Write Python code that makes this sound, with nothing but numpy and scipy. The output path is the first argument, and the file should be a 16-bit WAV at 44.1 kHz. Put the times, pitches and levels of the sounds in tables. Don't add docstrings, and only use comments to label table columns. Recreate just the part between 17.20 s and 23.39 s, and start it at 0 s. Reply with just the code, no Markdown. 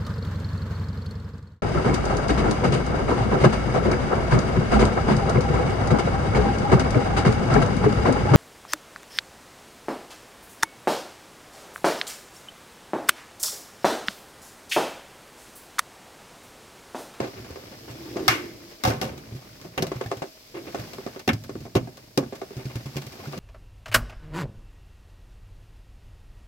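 import sys
import numpy as np
from scipy import signal
from scipy.fft import rfft, irfft, next_fast_len
from scipy.io import wavfile

SR = 44100
rng = np.random.default_rng(int(sys.argv[2]) if len(sys.argv) > 2 else 0)


def int16_out(signal):
    q = np.round(np.clip(np.atleast_2d(signal).T, -1, 1) * 32767)
    wavfile.write(sys.argv[1], SR, q.astype(np.int16))


N = 272979
TIME = np.arange(N) / SR
AGE = TIME[:SR // 2]

# (time [s], thud level [dB], thud pitch [Hz], air pocket level [dB],
# pocket pitch [Hz], clap level [dB], clap tilt [dB per octave], spray level [dB], first crack level [dB])
SLAPS = [(1.637, -30.5, 252, -36, 254, -25.5, 1, -36.5, -22.5),
         (1.651, -25.5, 121, -20.5, 730, -25.5, 0, -33, -25),
         (1.814, -36.5, 227, -22.5, 354, -31.5, 6, -36, -24),
         (2.577, -32, 138, -17.5, 265, -26.5, 14, -34, -31),
         (2.623, -43, 263, -18, 363, -29.5, -1, -33.5, -24),
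         (4.077, -23.5, 269, -15, 351, -24, 15, -29, -24.5),
         (4.09, -26, 236.4, -20.5, 258, -30.5, 3, -42, -32),
         (4.552, -28, 270, -11.5, 332, -28.5, 18, -32, -30),
         (4.563, -19, 122.7, -16.5, 303, -24, 7, -35, -33),
         (4.975, -26, 266, -10.5, 298, -30.5, -10, -30, -18)]
# (frequency [Hz], level [dB per Hz])
GULP_SPECTRUM = [(190, 3.5), (290, -3.5), (390, -0.5), (520, -0.5), (730, -9.5), (1000, -10.5)]
# (frequency [Hz], level [dB per Hz])
CLAP_SPECTRUM = [(300, -19), (520, -2), (720, 6), (1300, 0.5), (2100, -3.5), (3000, -10.5), (5000, -57)]
SPRAY_SPECTRUM = [(1500, -1.5), (3000, 1), (5500, 2.5), (7500, -7.5), (9500, -13), (12000, -5.5),
                  (16000, -13.5)]
# (time [s], decay time factor [ratio])
DECAY_FACTOR = [(1.6, 2.5), (1.9, 1.65), (2.6, 0.62), (4.1, 0.53), (5.0, 0.54)]
SLAP_T60_S = 0.13
AFTER_RUMBLE_RE_THUD_DB, AFTER_RUMBLE_T60_S = -8.5, 0.66

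# (time [s], large pocket level [dB], its nominal pitch [Hz],
# small pocket level [dB], smack level [dB])
PLOPS = [(0.002, -31, 424, -21, -32), (0.04, -31, 404, -31, -38.5), (0.304, -30.5, 393, -51, -49),
         (0.358, -36, 366, -38, -42), (0.959, -13.5, 356, -37, -42), (0.968, -24, 313, -20.5, -34),
         (0.995, -20, 400, -42, -46), (1.7, -16.5, 272, -30, -34.5), (2.446, -30, 380, -54, -44),
         (2.717, -32, 367, -26, -37), (2.811, -39, 397, -27, -34), (2.915, -30, 380, -26, -29.5),
         (3.02, -20.5, 397, -33, -30.5), (3.546, -25.5, 424, -21, -31), (3.784, -21.5, 423, -30.5, -42.5),
         (3.864, -23.5, 433, -27, -36.5), (3.961, -23, 408, -38, -42.5), (4.294, -23, 295, -40, -41.5),
         (4.354, -16.5, 338, -40, -46), (4.453, -36, 269, -32, -42.5), (4.673, -27.5, 384, -30, -45),
         (5.026, -18, 379, -29, -41.5), (5.061, -26.5, 250, -40, -51), (5.124, -21, 426, -26, -40),
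         (5.216, -21.5, 404, -23.5, -38.5), (5.306, -25.5, 422, -41, -49), (6.133, -38, 402, -34, -37.5)]
# (frequency [Hz], level [dB per Hz])
SMACK_SPECTRUM = [(400, 12.5), (750, 2), (1200, -3), (2000, -8), (3200, -16.5), (6000, -18.5),
                  (12000, -40.5)]
PLOP_T60_S, PLOP_DECAY_POWER = 0.079, 0.35
SMALL_POCKET_HZ, SMALL_POCKET_T60_S = 626, 0.026

# (time [s], hollow level [dB], nominal hollow pitch [Hz], squish level [dB])
FOLDS = [(0.02, -26, 380, -40), (0.159, -32, 383, -48), (0.51, -41, 315, -47), (0.675, -33, 360, -45.5),
         (3.34, -21, 355, -43), (3.363, -17, 349, -42.5), (3.465, -35, 323, -42.5), (5.387, -29, 395, -45),
         (5.494, -39, 371, -46), (5.991, -53, 294, -47), (6.036, -45, 288, -46.5), (6.125, -29, 461, -43.5)]

# (time [s], thump level [dB], pitch [Hz], tearing level [dB])
THUMPS = [(0.01, -32, 129, -40), (0.2, -36, 115, -58), (0.306, -38.5, 83, -39.5), (0.699, -36.5, 120, -42),
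          (1.087, -25.5, 117, -48), (1.676, -18, 115, -26), (1.702, -26, 109, -27), (2.122, -31, 116, -59),
          (2.148, -33, 129.7, -49), (2.458, -39.5, 177, -52), (2.594, -32, 159, -50),
          (2.667, -34, 151, -31.5), (2.758, -28.5, 125, -40), (2.86, -29.5, 113, -36),
          (2.97, -36.5, 119, -39), (3.595, -28, 117.4, -34), (4.13, -21.5, 109, -30.5),
          (4.405, -36.5, 137, -43), (5.367, -28.5, 125.4, -38), (5.454, -26.5, 128.4, -35.5),
          (5.556, -24, 118, -32), (5.657, -30, 135, -35), (5.758, -26.5, 136, -36),
          (5.866, -39.5, 127, -37.5), (6.072, -30.5, 143, -39), (6.174, -31.5, 170, -34.5)]
# (multiple of the thump pitch [ratio], level [dB], t60 at full length [s])
COUNTER_MODES = [(.62, 5, 0.014), (0.999, 1, 0.18), (1.5, -7, 0.11), (2.1, -6, 0.0766), (2.7, -7, 0.064)]

# (time [s], level [dB])
SQUELCHES = [(0.076, -42), (0.71, -37), (1.977, -41), (2.16, -39), (2.412, -41), (3.072, -44.5),
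             (3.678, -44), (3.7326, -35), (3.9925, -32.5), (4.2378, -37.5), (4.7709, -40.5), (5.153, -35.5),
             (5.7667, -27), (5.817, -36), (5.9218, -36), (6.0532, -40), (6.122, -39)]
# (frequency [Hz], level [dB per Hz])
TEAR_SPECTRUM = [(1500, 2.5), (3000, 2), (5200, 5), (7500, -3.5), (9500, -11), (12000, -4), (16000, -7)]
TEAR_T60_S, TEAR_SQUISH_DB = 0.069, -3.5

# (time [s], level [dB], pitch [Hz])
POPS = [(2.668, -27, 700), (2.858, -31, 814), (2.861, -31, 1850), (4.676, -39, 950), (6.0, -37, 1070),
        (6.036, -33, 820), (6.057, -31, 1470)]

# (time [s], overall level [dB], crack level within the knock [dB])
CLANKS = [(1.08, -6, -5), (4.09, -4, -30)]
# (frequency [Hz], level [dB], t60 at full length [s])
BOWL_MODES = [(752, 14, 0.3), (871, -14, .28), (946, 3.5, 0.25), (1121, 13, 0.18), (1260, 11.5, 0.24),
              (1340, 6, 0.18), (1550, -14.5, 0.34), (1715, -5, 0.54), (1910, -22, .25), (2150, 10, 0.4),
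              (2060, -9, 0.78), (2290, -29, 0.27), (2200, -6, 0.17), (2340, -28, 0.19), (2765, 4, 0.25),
              (3100, -15, 0.12), (3500, 7, 0.22), (4090, -24, 0.4), (4250, -21, 0.16), (5640, 0, 0.2)]

# (time [s], rumble level [dB], squish level [dB], crackle level [dB])
STIR = [(0.0, -50, -46.5, -54.5), (0.62, -56, -52.5, -55), (1.1, -46, -45.5, -50.5),
        (1.38, -54.5, -55, -56.5), (1.67, -68, -48.5, -52), (1.83, -53, -50, -60),
        (2.12, -59, -51.5, -58.5), (2.46, -53, -53, -57), (2.84, -58, -46, -55.5), (3.07, -85, -58.5, -56),
        (3.33, -61, -57.5, -58.5), (3.59, -44.5, -45.5, -51), (4.02, -59, -53, -57.5),
        (4.21, -47, -61, -60), (4.46, -46.5, -54, -59), (4.81, -59, -58, -63.5), (5.45, -52, -51.5, -55.5),
        (6.19, -50.5, -50.5, -54)]
# (frequency [Hz], level [dB per Hz])
RUMBLE_SPECTRUM = [(35, -25), (55, -6), (85, -4), (120, 3.5), (170, -6), (250, -4.5), (450, -46)]
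SQUISH_SPECTRUM = [(250, 5.5), (500, 3.5), (900, -3), (1500, -6.5), (2300, -5.5), (3500, -15.5),
                   (6000, -25.5)]
CRACKLE_SPECTRUM = [(1500, -8), (3000, -3.5), (4000, -3.5), (5200, 1.5), (7000, -9.5), (9300, -18.5),
                    (12000, -8.5), (16000, -11.5)]
RUMBLE_TRIM_DB, SQUISH_TRIM_DB, CRACKLE_TRIM_DB = 2, 0.5, 2.5
FLINGS = [1.637, 2.577, 4.076, 4.552, 4.975]
LIFT_S, LIFT_DIP_DB = 0.084, -4.5

# (peak time [s], peak level [dB], swell [dB per s])
DRONE_SWELLS = [(1.11, -33.5, 46), (1.85, -46, 400), (3.37, -43.5, 600)]
DRONE_HZ, DRONE_WIDTH_HZ, DRONE_DECAY_DB_PER_S = 329, 54, 52.5
DRONE_RE_STIR_RUMBLE_DB = -14

# (delay [s], level [dB])
SURFACES = [(.0056, -43.5), (0.0131, -15), (0.0177, -20.5)]
# (frequency [Hz], t60 [s])
KITCHEN_T60 = [(100, 0.27), (400, 0.25), (2000, 0.2), (8000, 0.19), (16000, 0.089)]
# (frequency [Hz], level [dB per Hz])
AIR_SPECTRUM = [(18, -42), (30, 12), (221, -14), (355, -13), (426, -39), (632, 15.5), (801, -48),
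                (2170, -4), (2980, -9), (4910, -0.5), (8980, -15.5), (11700, -9), (16000, -12.5)]
AIR_DB = -57

# (frequency [Hz], likeness [0-1])
LIKENESS = [(60, 0.9), (150, 1), (300, 0.88), (640, .5), (1400, 0.09), (16000, 0)]
# (frequency [Hz], left minus right [dB])
BALANCE = [(60, 0), (200, -2), (380, -2), (700, 1), (2400, 1), (4400, 6.5), (8100, -12), (11000, -6),
           (15000, 2.5)]
MIC_LAG_S = 0.00011
CUTOFF_HZ = 16000


def slaps():
    out = np.zeros((2, N))
    for s, thud_db, thud_hz, pocket_db, pocket_hz, clap_db, tilt, spray_db, crack_db in SLAPS:
        decay = decay_factor(s)
        colour = [(hz, db + tilt * np.log2(hz)) for hz, db in CLAP_SPECTRUM]
        clap_shape = fade(SLAP_T60_S * decay, rise=0.00045) * grains(437, 5.4)
        clap = from_db(clap_db - 1) * noise(colour) * clap_shape
        spray_shape = fade(SLAP_T60_S * decay) * grains(678, 4.1)
        spray = from_db(spray_db + 2) * noise(SPRAY_SPECTRUM) * spray_shape
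        crack = from_db(crack_db) * noise(SPRAY_SPECTRUM) * fade(0.023, rise=0.0001)
        air = from_db(pocket_db - 1) * pocket(pocket_hz, 0.062, glide=0.66, settle=0.0022)
        gulp = from_db(pocket_db - 6) * noise(GULP_SPECTRUM) * fade(0.21 * decay, rise=0.00096)
        weight = from_db(thud_db + 4) * thud(thud_hz, length=0.82)
        rumble_shape = fade(AFTER_RUMBLE_T60_S * decay, rise=0.0043)
        counter = from_db(thud_db + AFTER_RUMBLE_RE_THUD_DB) * noise(RUMBLE_SPECTRUM) * rumble_shape
        bowl = from_db(clap_db - 12.5) * steel(0.38 * decay, tilt_db=-11.5)
        add(out, s, crack + clap + spray + air + gulp + weight + counter + bowl)
    return out


def plops():
    out = np.zeros((2, N))
    for s, pocket_db, hz, small_db, smack_db in PLOPS:
        t60 = PLOP_T60_S * decay_factor(s) ** PLOP_DECAY_POWER
        smack_shape = 0.75 * fade(t60 * 1.79, rise=0.00038) + 0.99 * fade(0.0081, rise=0.0001)
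        smack = from_db(smack_db + 8) * noise(SMACK_SPECTRUM) * smack_shape * grains(304, 3.13)
        large = from_db(pocket_db - 6) * pocket(hz * 0.95, t60, glide=0.22, settle=0.0027)
        blip = pocket(SMALL_POCKET_HZ, SMALL_POCKET_T60_S, glide=0.71, settle=0.002)
        base = from_db(pocket_db - 5.5) * ring(245, 0.035, rise=0.0023)
        add(out, s, smack + large + from_db(small_db) * blip + base)
    return out


def folds(build=0.012, t60=0.12):
    out = np.zeros((2, N))
    for s, hollow_db, hz, squish_db in FOLDS:
        hollow = from_db(hollow_db - 4) * pocket(hz * 0.97, 0.12, glide=0.12, settle=0.0095)
        squish = from_db(squish_db + 12.5) * noise(SQUISH_SPECTRUM) * fade(t60) * grains(303, 0.7)
        add(out, s, (hollow + squish) * (1 - np.exp(-AGE / build)))
    return out


def thumps():
    out = np.zeros((2, N))
    for s, thump_db, hz, tear_db in THUMPS:
        add(out, s, from_db(thump_db + 1.5) * thud(hz) + from_db(tear_db) * tearing())
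    return out


def squelches():
    out = np.zeros((2, N))
    for s, tear_db in SQUELCHES:
        add(out, s, from_db(tear_db) * tearing())
    return out


def pops(t60=0.027):
    out = np.zeros((2, N))
    for s, db, hz in POPS:
        add(out, s, from_db(db) * pocket(hz, t60, glide=-0.13, settle=0.0034))
    return out


def clanks():
    clatter_spectrum = [(500, -5.5), (850, -5.5), (1200, 4), (1600, 1), (2200, 3), (3000, -6), (6000, -37)]
    rim_spectrum = [(1800, -5), (2150, -2), (2500, -10)]
    out = np.zeros((2, N))
    for s, knock_db, crack_db in CLANKS:
        decay = decay_factor(s) / decay_factor(0)
        crack_shape = fade(0.019) + from_db(-14) * fade(0.28 * decay)
        crack = from_db(crack_db) * noise(SPRAY_SPECTRUM) * crack_shape
        clatter = from_db(-10.5) * noise(clatter_spectrum) * fade(0.27 * decay) * grains(288, 2)
        rim = from_db(-26.5) * noise(rim_spectrum) * fade(0.59 * decay, rise=0.0092)
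        bowl = from_db(-24) * steel(0.23 * decay, tilt_db=2)
        add(out, s, from_db(knock_db) * (crack + rim + clatter + bowl))
    return out


def bubbles(per_s=120, cycles=9, spread_db=4, count=14):
    _, squish_db, _ = in_time(STIR)
    born = rng.random(N) < per_s * from_db(squish_db - squish_db.mean()) / SR
    strength = contact() * from_db(squish_db + spread_db * np.minimum(rng.exponential(1, N), 2))
    dealt = rng.integers(0, count, N)
    out = np.zeros((2, N))
    for k, hz in enumerate(np.geomspace(700, 4500, count)):
        radius = from_db(-60 * hz / (cycles * SR))
        angle = 2 * np.pi * hz / SR
        bursts = born * (dealt == k) * strength + 1e-18
        resonator = [1, -2 * radius * np.cos(angle), radius * radius]
        popping = signal.lfilter([0, np.sin(angle)], resonator, bursts)
        out += [popping, np.roll(popping, rng.integers(0, 30))]
    return out


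def stirring():
    rumble_db, squish_db, crackle_db = in_time(STIR)
    rumble = from_db(rumble_db + RUMBLE_TRIM_DB) * noise(RUMBLE_SPECTRUM, N)
    squish = from_db(squish_db + SQUISH_TRIM_DB) * noise(SQUISH_SPECTRUM, N) * grains(120, 3.5, N)
    crackle = from_db(crackle_db + CRACKLE_TRIM_DB) * noise(CRACKLE_SPECTRUM, N) * grains(1100, 1.5, N)
    return contact() * (rumble + squish + crackle)


def droning():
    rumble_db, _, _ = in_time(STIR)
    level = from_db(rumble_db + DRONE_RE_STIR_RUMBLE_DB)
    for s, peak_db, swell_db_per_s in DRONE_SWELLS:
        drop_db = np.maximum(swell_db_per_s * (s - TIME), DRONE_DECAY_DB_PER_S * (TIME - s))
        level = level + from_db(peak_db - drop_db)
    resonance = signal.iirpeak(DRONE_HZ, DRONE_HZ / DRONE_WIDTH_HZ, SR)
    drone = signal.lfilter(*resonance, noise([(230, 0), (480, 0)], N))
    return level * rms_one(drone)


def kitchen(x, near_db=-9, tail_db=-17):
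    wash = noise([(60, 0), (16000, 0)])
    edges = np.geomspace(50, 17000, 9)
    tail = 0
    for low, high in zip(edges, edges[1:]):
        band_pass = signal.butter(2, [low, high], "band", fs=SR, output="sos")
        t60 = at_hz(KITCHEN_T60, np.sqrt(low * high))
        tail = tail + signal.sosfilt(band_pass, wash) * fade(t60, rise=0.0052)
    near = noise([(500, 14), (3000, 12.5), (16000, 5.7)]) * fade(0.039, rise=0.0016)
    echoes = (from_db(near_db) * rms_one(near) + from_db(tail_db) * rms_one(tail)) / np.sqrt(len(AGE))
    dull = signal.lfilter(*signal.butter(1, 1200, fs=SR), AGE == 0)
    for delay, db in SURFACES:
        add(echoes, delay, from_db(db) * dull)
    return signal.fftconvolve(x, echoes, axes=1)[:, :N]


def still_air():
    return from_db(AIR_DB) * noise(AIR_SPECTRUM, N)


def thud(hz, length=1):
    return sum(from_db(db) * ring(hz * ratio, t60 * length, rise=0.0021) for ratio, db, t60 in COUNTER_MODES)


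def pocket(hz, t60, glide=0.7, settle=0.005):
    pitch = hz * (1 + glide * np.exp(-AGE / settle))
    return np.sin(2 * np.pi * np.cumsum(pitch) / SR) * fade(t60, rise=0.0016)


def steel(length, tilt_db):
    phases = rng.uniform(0, 2 * np.pi, (len(BOWL_MODES), 2, 1))
    out = 0
    for (hz, db, t60), phase in zip(BOWL_MODES, phases):
        strength = from_db(db + tilt_db * np.log2(hz / BOWL_MODES[0][0]))
        out = out + strength * np.sin(2 * np.pi * hz * AGE + phase) * fade(t60 * length)
    return out


def tearing():
    tear_shape = fade(TEAR_T60_S, rise=0.0011) + 0.8 * fade(0.012, rise=0.0001)
    tear = from_db(-7.5) * noise(TEAR_SPECTRUM) * tear_shape
    squish = from_db(TEAR_SQUISH_DB) * noise(SQUISH_SPECTRUM) * fade(TEAR_T60_S * 1.3, rise=0.0031)
    return (tear + squish) * grains(900, 4.3)


def contact():
    lift = [-1.3 * LIFT_S, -0.8 * LIFT_S, 0, 0.5 * LIFT_S]
    airborne = sum(np.interp(TIME - s, lift, [0, 1, 1, 0]) for s in FLINGS)
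    return from_db(LIFT_DIP_DB * airborne)


def decay_factor(s):
    return max(np.interp(s, *np.transpose(DECAY_FACTOR)), 0.1)


def ring(hz, t60, rise=0.00044):
    return np.sin(2 * np.pi * hz * AGE) * fade(t60, rise)


def fade(t60, rise=0.0003):
    return (1 - np.exp(-AGE / max(rise, 1e-5))) * np.exp(-np.log(1000) * AGE / max(t60, 0.002))


def grains(per_s, spread_db, size=len(AGE)):
    steps = np.arange(size) * per_s / SR
    levels = np.clip(rng.standard_normal(size // 10), -2.5, 2.5)
    return rms_one(from_db(spread_db * np.interp(steps, np.arange(len(levels)), levels)))


def noise(spectrum, size=len(AGE)):
    padded = next_fast_len(size, True)
    hz = np.fft.rfftfreq(padded, 1 / SR)
    mid, side = rfft(rng.standard_normal((2, padded)))
    alike = np.clip(at_hz(LIKENESS, hz), 0, 1)
    low_skirt = np.minimum(hz / spectrum[0][0], 1) ** 2
    high_skirt = np.maximum(hz / spectrum[-1][0], 1) ** 2
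    pair = np.sqrt(1 + alike) * mid + np.sqrt(1 - alike) * side * [[1], [-1]]
    shaped = pair * from_db(at_hz(spectrum, hz)) * low_skirt / high_skirt
    return rms_one(irfft(shaped, padded)[:, :size])


def from_db(db):
    return 10 ** (np.asarray(db) / 20)


def rms_one(x):
    return x / np.sqrt(np.mean(x ** 2) + 1e-20)


def in_time(rows):
    s, *columns = np.transpose(rows)
    return [np.interp(TIME, s, c) for c in columns]


def at_hz(points, hz):
    points = np.array(points)
    return np.interp(np.log(hz + 1), np.log(points[:, 0] + 1), points[:, 1])


def add(out, s, sound):
    start = max(round(s * SR), 0)
    out[:, start:start + sound.shape[-1]] += sound[..., :out.shape[1] - start]


def scene():
    blows = slaps() + plops() + folds() + thumps() + squelches() + pops() + clanks()
    blows = blows + from_db(2.5) * bubbles()
    blows = signal.sosfilt(signal.butter(2, 45, "high", fs=SR, output="sos"), blows + 1e-18)
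    return blows + kitchen(blows) + stirring() + droning() + still_air()


def record(dry):
    size = next_fast_len(N + 1000, True)
    hz = np.fft.rfftfreq(size, 1 / SR)
    colour = from_db(at_hz(BALANCE, hz) * np.array([[0.5], [-0.5]]))
    lag = np.exp(-2j * np.pi * hz * MIC_LAG_S * np.array([[0], [1]]))
    heard = irfft(rfft(dry, size) * colour * lag, size)[:, :N]
    low_pass = signal.ellip(10, 0.2, 70, CUTOFF_HZ, fs=SR, output="sos")
    return signal.sosfilt(low_pass, 0.97 * np.tanh(heard / 0.85))


dry = scene()
out = record(dry)
int16_out(out)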